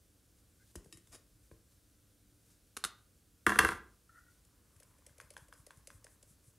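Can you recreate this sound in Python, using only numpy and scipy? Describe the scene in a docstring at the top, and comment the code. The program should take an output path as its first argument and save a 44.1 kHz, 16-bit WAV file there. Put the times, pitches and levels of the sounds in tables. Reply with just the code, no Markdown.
"""In a small hard kitchen, flour is poured from a plastic tub into a mesh sieve over a glass bowl.
The tub clinks on the sieve rim, snaps, is dropped on the worktop and bounces; then the sieve is
shaken against a palm: thump, tick of the loose rim, knock, and a swish of flour through the mesh.
Blows are fading tones plus a noise crack; flour and rubbing are grainy noise that swells and dies;
echoes and a faint room tone surround them."""
import sys
import numpy as np
from scipy import signal
from scipy.fft import rfft, irfft
from scipy.io import wavfile
from scipy.ndimage import uniform_filter1d

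SR = 44100
rng = np.random.default_rng(int(sys.argv[2]) if len(sys.argv) > 2 else 0)


def inscribe(sig):
    """Save sig as 16-bit PCM at rate SR to the path in sys.argv[1].

    A 1-D sig is mono; a 2-D sig holds one channel per row.
    Samples are clipped to [-1, 1] before scaling.
    """
    pcm = np.round(np.clip(np.atleast_2d(sig).T, -1, 1) * 32767)
    wavfile.write(sys.argv[1], SR, pcm.astype(np.int16))


N = 290398  # length in samples

# In every table fade_s is the time to die away by 60 dB. In tone and colour tables the levels
# are only relative to each other. density_db is the level per Hz.

# kitchen air and microphone hiss: pitch_hz, density_db
AIR_COLOUR = [(15, -33), (25, 7), (76, -7), (108, -2), (127, -17), (161, -9), (223, -14.5), (301, -13.5),
              (384, -21), (451, -17.5), (887, -31), (1560, -26.5), (1890, -31), (10100, -26.5),
              (16000, -34)]
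AIR_DB = -67.5
# steady faint tones: pitch_hz, level_db (average), width_hz
STEADY_TONES = [(108, -77, 10), (294, -85.5, 5.4), (13530, -94, 60)]
# how alike left and right are in the air: pitch_hz, likeness (0 to 1)
AIR_LIKENESS = [(60, 0.98), (180, 0.87), (550, 0.8), (1650, 0.83), (4970, 0.98), (15000, 0.76)]
# how long the kitchen echoes: pitch_hz, fade_s
ECHO_FADE = [(100, 0.53), (500, .45), (1500, 0.36), (4000, 0.33), (10000, 0.16), (16000, 0.14)]
# left-right difference of the sources against their shared sound: pitch_hz, level_db
STEREO_SPREAD = [(60, -21.5), (180, -21), (550, -22), (1650, -25), (4970, -18.5), (15000, -17)]

# fine faint trickle of flour, lasting until the shaking begins:
# peak_s, rise_s, hold_s, fall_s (negative: it cuts the hold short), level_db
TRICKLE = (1, 0.9, 4, -0.2, -88)
# flour slides and sifts, each slide swells and dies: peak_s, rise_s, fall_s, level_db
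SIFTS = [(.4, .09, 0.037, -73.5), (.714, .25, .03, -71), (1.46, .1, .06, -74.5), (1.716, 0.029, .14, -74),
         (1.9, 0.048, .1, -78), (2.3, 0.032, .05, -79), (2.52, .18, .09, -70), (2.675, 0.024, .03, -76),
         (4.19, .15, .1, -74), (4.31, .06, 0.19, -75), (4.7, .04, .08, -79), (6.3, .06, .2, -77.5)]
# colour of trickling and sifting flour: pitch_hz, density_db
SIFT_COLOUR = [(1500, -10), (3000, -10), (5000, -6), (9000, -3.5), (12000, -8.5), (14000, -8), (16000, -50)]
# the heap of flour shifts in the shaken sieve: peak_s, rise_s, hold_s, fall_s, level_db
HEAP = (4.85, 0.95, 1, 1.5, -79)
# its dull rustle: pitch_hz, density_db
HEAP_COLOUR = [(200, -17), (500, -17), (1000, 7.5), (2000, -1), (3500, -15), (6000, -29)]
# rubbing squeaks: peak_s, rise_s, fall_s, level_db (lower tone), pitch_hz (lower tone at the peak)
SQUEAKS = [(.622, 0.068, 0.048, -74, 1544), (2.064, 0.022, .06, -84, 1310),
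           (4.095, 0.0055, 0.044, -64, 1350), (4.175, .08, .09, -60, 1394), (4.275, .06, .15, -71.5, 1427)]
# palm on the rim or flour landing, and the flour shaken loose:
# middle_s (where the wave crosses zero), level_db, pitch_hz, swish_db
THUMPS = [(0.777, -42, 63.4, -73), (0.872, -51, 129, -76), (0.956, -50.5, 110, -73),
          (1.106, -55, 62.5, -75), (1.525, -48.5, 118, -84), (4.771, -54, 87.4, -78),
          (4.901, -58, 65.8, -76.5), (5.113, -58.5, 104, -78), (5.247, -53, 94, -73),
          (5.428, -51.5, 101, -71), (5.603, -53, 101.2, -69.5), (5.782, -50.5, 97.3, -72.5),
          (5.955, -50.5, 85, -68.5), (6.132, -57.5, 86.4, -69.5), (6.314, -55.5, 123, -68),
          (6.486, -53, 100.8, -69.5)]
# flour through the mesh: pitch_hz, density_db
SWISH_COLOUR = [(3000, -21), (5500, -8), (8000, 1.5), (10500, 1.5), (12500, -6), (16000, -35)]

# tub edge drags on the rim: peak_s, rise_s, hold_s, fall_s, level_db
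SCRAPE = (1.128, .016, .03, .014, -56)
# its rough hiss: pitch_hz, density_db
SCRAPE_COLOUR = [(180, -8), (300, -1.5), (685, -4.5), (849, -13), (1120, -6.5), (3690, -14), (4070, -15),
                 (4880, -8.5), (8700, -9), (10100, -7.5), (15500, -28)]
# tub touches the sieve rim: start_s, ring_db, crack_db, low_db, contact_ms, brightness_db_per_octave
CLINKS = [(0.9258, -43.5, -53, -54.5, 2.1, -7.5), (0.9719, -60, -57.5, -57, 1.3, -11)]
# tones of the rim: pitch_hz, level_db, fade_s
RIM_TONES = [(1200, -17, .012), (1850, -11, .03), (2700, -13, .025), (3800, -3, .045), (5100, -2, .045),
             (6500, -4, .04), (7000, -4, .04), (9700, 1, .08), (11000, -2, .07)]
# bowl and board answer low: pitch_hz, level_db, fade_s
BOWL_TONES = [(330, 0, .05), (170, -6, .06)]
# the full tub bumps the sieve, dull:
# start_s, body_db, crack_db, low_db, contact_ms, brightness_db_per_octave
BUMPS = [(0.755, -41, -48.5, -41.5, 4.3, -3), (0.844, -74, -64, -67, 3.3, -2), (0.86, -54, -78, -67, 3, -6),
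         (1.072, -58, -64, -72, 2.6, 5.5), (1.514, -47.5, -73, -56, 6.2, -4)]
# tones of the full tub against the sieve: pitch_hz, level_db, fade_s
LOADED_TONES = [(450, 0, .015), (1000, -5, .012), (1600, -4, .012), (2300, -6, .008), (3600, -8, .008)]

# loose rim ticks and flour slaps the mesh: start_s, crack_db, drum_db
TICKS = [(4.4493, -68.5, -75), (4.7634, -69, -84), (4.8, -58, -58.5), (4.8304, -63, -65),
         (4.9836, -70, -65), (5.0642, -56.5, -57), (5.1808, -61, -55.5), (5.3042, -55, -53.5),
         (5.3373, -66, -85), (5.4834, -67, -62), (5.6655, -57, -52), (5.7724, -69, -79),
         (5.872, -52, -53.5), (6.0431, -55, -54), (6.2272, -60, -61), (6.4414, -73, -80.5)]
# tones of the mesh: pitch_hz, level_db, fade_s
MESH_TONES = [(1010, -10, 0.01), (1700, -8, .012), (2334, -18, 0.0097), (3456, -14, 0.0082),
              (5076, 13, 0.0099), (6180, 7, 0.0098), (9290, -1, 0.015), (10400, 6, 0.024)]
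# low drum tone of the loaded mesh: pitch_hz, level_db, fade_s
DRUM_TONES = [(543, 0, 0.018)]
# handle knocks and the mesh springing back: start_s, body_db, rebound_db
KNOCKS = [(4.8243, -57.5, -73), (5.0942, -59, -75), (5.2009, -39, -50.5), (5.3663, -37, -50),
          (5.526, -42.5, -55), (5.7066, -42.5, -68), (5.9027, -43, -64), (6.067, -49.5, -68)]
# tones of the handle: pitch_hz, level_db, fade_s
HANDLE_TONES = [(1080, -6, .011), (1600, 0, .0105), (2100, -8, .007), (2550, -8, .007), (3350, -6, .006),
                (4200, -10, .005)]
# crack noise of the sieve and of the snapping tub: pitch_hz, density_db
CRACK_COLOUR = [(1180, -20), (2000, -1), (3310, -3.5), (3680, -8.5), (5680, -0.5), (10800, 4),
                (13000, -13.5), (13700, -20), (16000, -49)]

# the empty tub flexes and snaps in the hand:
# start_s, body_db, crack_db, low_db, contact_ms, brightness_db_per_octave
SNAPS = [(2.7671, -33.5, -44, -45.5, 3.5, 2), (2.7714, -33, -42, -50, 1.4, 2.5),
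         (2.8394, -21, -35.5, -50, 2.5, 4.5), (2.8484, -24, -33, -46.5, 1.46, 2)]
# tones of the flexing tub: pitch_hz, level_db, fade_s
SHELL_TONES = [(600, -12, .015), (800, -9, .014), (1230, 0, .02), (1440, 0, .02), (1620, -6, .012),
               (2100, -10, .008), (2700, -12, .008), (3300, -9, .008), (3700, -4, .012), (4230, -5, .01),
               (4900, -10, .005)]
# after hard landings the tub buzzes and skids: peak_s, rise_s, hold_s, fall_s, level_db
RATTLES = [(3.471, .004, .01, .22, -46.5), (3.6, .015, .08, .11, -47.5)]
# tub hits the worktop and bounces: start_s, body_db, crack_db, panel_db
CLATTER = [(3.465, -10.5, -32.5, -23.5), (3.494, -18, -36.5, -33.5), (3.503, -22.5, -47.5, -34.5),
           (3.52, -21, -48, -35.5), (3.558, -23, -42, -34.5), (3.588, -8, -25, -26.5),
           (3.594, -21.5, -26.5, -27), (3.611, -21.5, -46.5, -38), (3.634, -32.5, -41, -27),
           (3.648, -14.5, -33, -31), (3.689, -20.5, -34.5, -33), (3.719, -28, -50, -47)]
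# tones of the tub walls: pitch_hz, level_db, fade_s
WALL_TONES = [(765.4, -7, 0.017), (994.3, -5, 0.034), (1087, -15, .15), (1191.6, -4.5, 0.035),
              (1187.4, -18, 0.1998), (1364, -4.5, 0.046), (1566, 3.5, 0.027), (1698, 1, 0.021),
              (1940, -2, 0.022), (2130, -7, .02), (2405, -16.5, 0.015), (2716, -7, .021),
              (3177, -19.5, 0.012)]
# low tones of the tub's bottom panel and the worktop: pitch_hz, level_db, fade_s
PANEL_TONES = [(71.6, -5, 0.09), (119.8, -10, 0.086), (166.6, -8.5, 0.062), (206, -3.5, 0.08),
               (332.8, 5.5, 0.054), (402.3, -3, 0.08), (479, 2, 0.04)]
# crack noise of the dropped tub: pitch_hz, density_db
PLASTIC_COLOUR = [(2000, -25.5), (3400, 3), (3670, -5.5), (4410, -5.5), (4950, -6), (5860, -6), (8150, -6),
                  (9470, -0.5), (11700, -6.5), (16000, -25)]

EDGE_DB = -21  # how far below its peak a swell starts and ends
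UPPER_DB, CLIMB_HZ_PER_S = -8.5, 340  # squeak: upper tone against lower; climb of the lower tone
# tick: contact time, ring against its crack, brightness per octave
TICK_MS, TICK_RING_DB, TICK_TILT_DB = 2.9, 0, 5
# knock: contact time, crack and drum against its body, brightness per octave
KNOCK_MS, KNOCK_CRACK_DB, KNOCK_DRUM_DB, KNOCK_TILT_DB = 1.07, -21.5, -23.5, -1
# rebound: delay after the knock, crack and drum against its ring, brightness per octave
REBOUND_S, REBOUND_CRACK_DB, REBOUND_DRUM_DB, REBOUND_TILT_DB = 0.0105, -9.5, -8.5, -10
# a landing at HARD_DB presses for HARD_MS; softer ones press more briefly
HARD_DB, HARD_MS, MS_LOST_PER_DB = -8, 3.16, 0.24
# a crack at SHARP_DB goes with a ring tilted by SHARP_TILT_DB per octave; softer ones are duller
SHARP_DB, SHARP_TILT_DB, TILT_LOST_PER_DB = -24, 4.0, 0.4


def gain_of(db):
    """Turns decibels into a multiplier."""
    return 10 ** (np.asarray(db) / 20)


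def evened(x):
    """Scales a sound to an average (rms) level of one."""
    return x / np.sqrt(np.mean(x ** 2) + 1e-20)


def topped(x):
    """Scales a sound to a peak of one."""
    return x / (abs(x).max() + 1e-20)


def read(points, hz):
    """Reads a table between its points, with pitch spaced as the ear hears it (log)."""
    point_hz, value = np.transpose(points)
    return np.interp(np.log(hz + 1), np.log(point_hz + 1), value)


def add(mix, start_s, sound):
    """Mixes a sound in at start_s, cutting off what runs past the end."""
    part = mix[round(start_s * SR):][:len(sound)]
    part += sound[:len(part)]


def coloured(x, points):
    """Weighs each pitch of x by a colour table, then evens the level."""
    gain = gain_of(read(points, np.fft.rfftfreq(len(x), 1 / SR)))
    return evened(irfft(rfft(x) * gain, len(x)))


def swelling(peak_s, rise_s, hold_s, fall_s, db):
    """Corners of a level curve that rises, holds and falls: time and dB."""
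    corner_s = peak_s + np.cumsum([-rise_s, rise_s, hold_s, fall_s])
    return np.transpose([corner_s, db + EDGE_DB * np.array([1, 0, 0, 1])])


def follow(corners):
    """Gives the start time of a level curve and its dB at every sample."""
    corner_s, corner_db = np.transpose(corners)
    t = np.arange(corner_s[0], corner_s[-1], 1 / SR)
    return corner_s[0], np.interp(t, corner_s, corner_db)


def whistle(hz, width_hz):
    """Slow noise carried up to the pitch curve hz: a fuzzy tone."""
    r = np.exp(-np.pi * width_hz / SR)
    noise = [1, 1j] @ rng.standard_normal((2, len(hz)))
    slow = signal.lfilter([1], [1, -2 * r, r * r], noise)
    carrier = np.exp(2j * np.pi * np.cumsum(hz) / SR)
    return evened((slow * carrier).real)


def rubbing(corners, colour, grains_per_s, size_db, smooth):
    """Grains of uneven size roughen a finer hiss, which follows the level curve."""
    start_s, db = follow(corners)
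    count = len(db)
    hits = rng.random(count) < grains_per_s / SR
    grains = hits * gain_of(size_db * rng.exponential(1, count))
    grain_fade = np.exp(-np.arange(400) / 31.0)
    lumps = smooth + evened(signal.fftconvolve(grains, grain_fade, "same"))
    hiss = coloured(lumps * rng.standard_normal(count), colour)
    return start_s, gain_of(db) * hiss * signal.windows.tukey(count, 0.05)


def ring(tones, rise_ms, tilt_db, spread_db):
    """Fading tones that swell at first; levels and phases vary a little at random from blow to blow."""
    hz, db, fade_s = np.transpose(tones)[:, :, None]
    t = np.arange(SR // 4) / SR
    db = db + tilt_db * np.log2(hz / hz.mean()) + spread_db * rng.standard_normal(hz.shape)
    fading = gain_of(db) * np.exp(-np.log(1000) * t / fade_s)
    waves = fading * np.sin(2 * np.pi * (hz * t + rng.random(hz.shape)))
    rise = 1 - np.exp(-(t * 1000 / rise_ms) ** 2)
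    return topped(waves.sum(0) * rise)


def blows(rows, body, low, colour, crack_fade_s, tail_db, low_lag_s, swell):
    """Each blow rings the body and low tones; noise cracks while the contact lasts, then trails off."""
    out, t = np.zeros(N), np.arange(SR // 4) / SR
    for start_s, body_db, crack_db, low_db, contact_ms, tilt_db in rows:
        contact = np.exp(-np.maximum(t * 1000 / contact_ms - 1, 0) ** 2)
        tail = gain_of(tail_db) * np.exp(-np.log(1000) * t / crack_fade_s)
        onset = np.minimum(t / 0.0004, 1)
        crack = coloured(rng.standard_normal(len(t)), colour) * (contact + tail) * onset
        # swell: rise of the ring as a share of the contact time
        body_ring = ring(body, swell * contact_ms, tilt_db, 1.5)
        add(out, start_s, gain_of(body_db) * body_ring + gain_of(crack_db) * crack)
        add(out, start_s + low_lag_s, gain_of(low_db) * ring(low, 2.0, 0, 1.5))
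    return out


def air():
    """Steady room tone and microphone hiss with faint drifting patches, plus steady faint tones."""
    frames, hz = N // 256 + 5, np.fft.rfftfreq(1024, 1 / SR)
    a, b, c, d, patches = rng.standard_normal((frames, 513, 5)).T
    patches = uniform_filter1d(patches, 12, 0)  # blur over pitch
    patches = evened(uniform_filter1d(patches, 14, 1))  # blur over time
    same = np.clip(read(AIR_LIKENESS, hz), 0, 1)[:, None]
    mid = a + 1j * b
    side = np.sqrt((1 - same) / (1 + same)) * (c + 1j * d)
    colour = gain_of(read(AIR_COLOUR, hz)[:, None] + 0.43 * patches)
    spectrum = np.array([mid + side, mid - side]) * colour
    hiss = signal.istft(spectrum, nperseg=1024, noverlap=768)[1][:, :N]
    tones = sum(gain_of(db) * whistle(np.full(N, float(f)), width) for f, db, width in STEADY_TONES)
    return gain_of(AIR_DB) * evened(hiss) + tones


def kitchen(x):
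    """Sparse echoes, each pitch dying at its own speed, from two echo sets in turn."""
    out = np.zeros(N)
    # a steady swing between two echo sets keeps the tail from sounding alike
    turn = 2 * np.pi * 2.3 * np.arange(N) / SR
    for share in (np.cos(turn), np.sin(turn)):
        taps = np.zeros(SR)
        at = np.arange(160, SR - 20, 20) + rng.integers(0, 20, (SR - 161) // 20)
        taps[at] = rng.choice([-1., 1.], at.shape)
        hz, t, spectrum = signal.stft(taps, SR, nperseg=256)
        fading = np.exp(-np.log(1000) * t / read(ECHO_FADE, hz)[:, None])
        tail = signal.istft(spectrum * fading, SR, nperseg=256)[1]
        out += signal.fftconvolve(x * share, tail / np.linalg.norm(tail))[:N]
    return out


def ports(x, pan_db):
    """Two close microphone ports: the same sound, plus and minus a scattered copy."""
    spread = np.zeros(N)
    turn = 2 * np.pi * 3.1 * np.arange(N) / SR  # steady swing between two scatterings
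    for share in (np.cos(turn), np.sin(turn)):
        scatter = rng.standard_normal(1500) * np.exp(-np.arange(1500) / 300)
        spread += signal.oaconvolve(x * share, scatter / np.linalg.norm(scatter))[:N]
    side_gain = gain_of(read(STEREO_SPREAD, np.fft.rfftfreq(N, 1 / SR)))
    side = irfft(rfft(spread) * side_gain, N)
    return np.array([x + side, x - side]) * gain_of([[pan_db / 2], [-pan_db / 2]])


def flour():
    """Many small grains trickle, slide and sift as a bright hiss; the shifting heap rustles dully."""
    out = np.zeros(N)
    slides = [(peak_s, rise_s, 0, fall_s, db) for peak_s, rise_s, fall_s, db in SIFTS]
    for row in [TRICKLE] + slides:
        add(out, *rubbing(swelling(*row), SIFT_COLOUR, grains_per_s=600., size_db=2.0, smooth=3.0))
    add(out, *rubbing(swelling(*HEAP), HEAP_COLOUR, grains_per_s=60., size_db=0.5, smooth=1.4))
    return out


def squeaks():
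    """Faint rubbing squeaks: two fuzzy tones that climb slowly together."""
    out = np.zeros(N)
    for peak_s, rise_s, fall_s, peak_db, peak_hz in SQUEAKS:
        start_s, db = follow(swelling(peak_s, rise_s, 0, fall_s, peak_db))
        hz = peak_hz + CLIMB_HZ_PER_S * (np.arange(len(db)) / SR - rise_s)
        tones = whistle(hz, 150) + gain_of(UPPER_DB) * whistle(1.33 * hz, 160)
        add(out, start_s, gain_of(db) * tones * signal.windows.tukey(len(db), 0.1))
    return out


def thumps():
    """Under two soft cycles of low pressure, and a short swish of flour."""
    out, puff = np.zeros(N), np.hanning(round(0.13 * SR))
    for middle_s, db, hz, swish_db in THUMPS:
        t = np.arange(-1.2 / hz, 0.49 / hz, 1 / SR)
        push = np.hanning(len(t)) * np.sin(2 * np.pi * hz * t)
        add(out, middle_s + t[0], gain_of(db) * push)
        swish = puff * coloured(rng.standard_normal(len(puff)), SWISH_COLOUR)
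        add(out, middle_s - 0.075, gain_of(swish_db) * swish)
    return out


def scrape():
    """Quick slips of the tub edge: a rough hiss that also rings the rim."""
    corners = swelling(*SCRAPE)
    start_s, hiss = rubbing(corners, SCRAPE_COLOUR, grains_per_s=800., size_db=2.0, smooth=1.2)
    singing = signal.fftconvolve(hiss, ring(RIM_TONES, 0.23, 1.8, 2.0))
    singing *= gain_of(-7.5) * np.linalg.norm(hiss) / np.linalg.norm(singing)
    add(singing, 0, hiss)
    return start_s, singing


def tub_on_sieve():
    """The tub clinks on the ringing rim, bumps it dully and drags along it."""
    out = blows(CLINKS, RIM_TONES, BOWL_TONES, CRACK_COLOUR,
                crack_fade_s=0.1, tail_db=-4.0, low_lag_s=0.00324, swell=0.14)
    out += blows(BUMPS, LOADED_TONES, BOWL_TONES, CRACK_COLOUR,
                 crack_fade_s=0.048, tail_db=-19.0, low_lag_s=0.0034, swell=0.11)
    add(out, *scrape())
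    return out


def shaking():
    """Blows ring the mesh (ticks, and a dull rebound after each knock) and the handle (knocks)."""
    mesh = [(s, db + TICK_RING_DB, db, drum_db, TICK_MS, TICK_TILT_DB) for s, db, drum_db in TICKS]
    mesh += [(s + REBOUND_S, db, db + REBOUND_CRACK_DB, db + REBOUND_DRUM_DB, TICK_MS, REBOUND_TILT_DB)
             for s, _, db in KNOCKS]
    handle = [(s, db, db + KNOCK_CRACK_DB, db + KNOCK_DRUM_DB, KNOCK_MS, KNOCK_TILT_DB)
              for s, db, _ in KNOCKS]
    out = blows(mesh, MESH_TONES, DRUM_TONES, CRACK_COLOUR,
                crack_fade_s=0.024, tail_db=-6.5, low_lag_s=0.0045, swell=0.26)
    return out + blows(handle, HANDLE_TONES, DRUM_TONES, CRACK_COLOUR,
                       crack_fade_s=0.068, tail_db=0.5, low_lag_s=0.00394, swell=0.48)


def snaps():
    """The empty tub flexes in the hand: its shell rings briefly with a crack."""
    return blows(SNAPS, SHELL_TONES, PANEL_TONES, CRACK_COLOUR,
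                 crack_fade_s=0.11, tail_db=-10.0, low_lag_s=0.002, swell=0.23)


def tub_on_worktop():
    """The dropped tub bounces, buzzes and skids; harder landings press longer, sharper ones ring brighter."""
    rows = []
    for start_s, body_db, crack_db, panel_db in CLATTER:
        contact_ms = max(HARD_MS - MS_LOST_PER_DB * (HARD_DB - body_db), 0.5)
        tilt_db = SHARP_TILT_DB - TILT_LOST_PER_DB * (SHARP_DB - crack_db)
        rows.append((start_s, body_db, crack_db, panel_db, contact_ms, tilt_db))
    out = blows(rows, WALL_TONES, PANEL_TONES, PLASTIC_COLOUR,
                crack_fade_s=0.06, tail_db=-15.0, low_lag_s=0.0022, swell=0.6)
    for row in RATTLES:
        add(out, *rubbing(swelling(*row), PLASTIC_COLOUR, grains_per_s=700., size_db=0.5, smooth=2.1))
    return out


def scene():
    """Near sounds at the sieve, farther ones at the tub, the kitchen's echoes and its air."""
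    no_echo = flour() + squeaks() + thumps()  # flour, squeaks and thumps are left without echoes
    near = tub_on_sieve() + shaking()
    snapping, far = snaps(), tub_on_worktop()
    sieve = near + no_echo + gain_of(-9.5) * kitchen(near)
    tub = far + snapping + kitchen(gain_of(-10.0) * far + gain_of(-13.5) * snapping)
    return air() + ports(sieve, pan_db=1.5) + ports(tub, pan_db=-0.2)


def record(dry):
    """The microphone loses the deepest bass; then the highest treble is cut off."""
    thin = signal.sosfilt(signal.butter(8, 36, "high", fs=SR, output="sos"), dry)
    treble_cut = signal.firwin(511, 15780, window=("kaiser", 9), fs=SR)  # cutoff in Hz
    return signal.oaconvolve(thin, treble_cut[None], "same")


dry = scene()
out = record(dry)
inscribe(out)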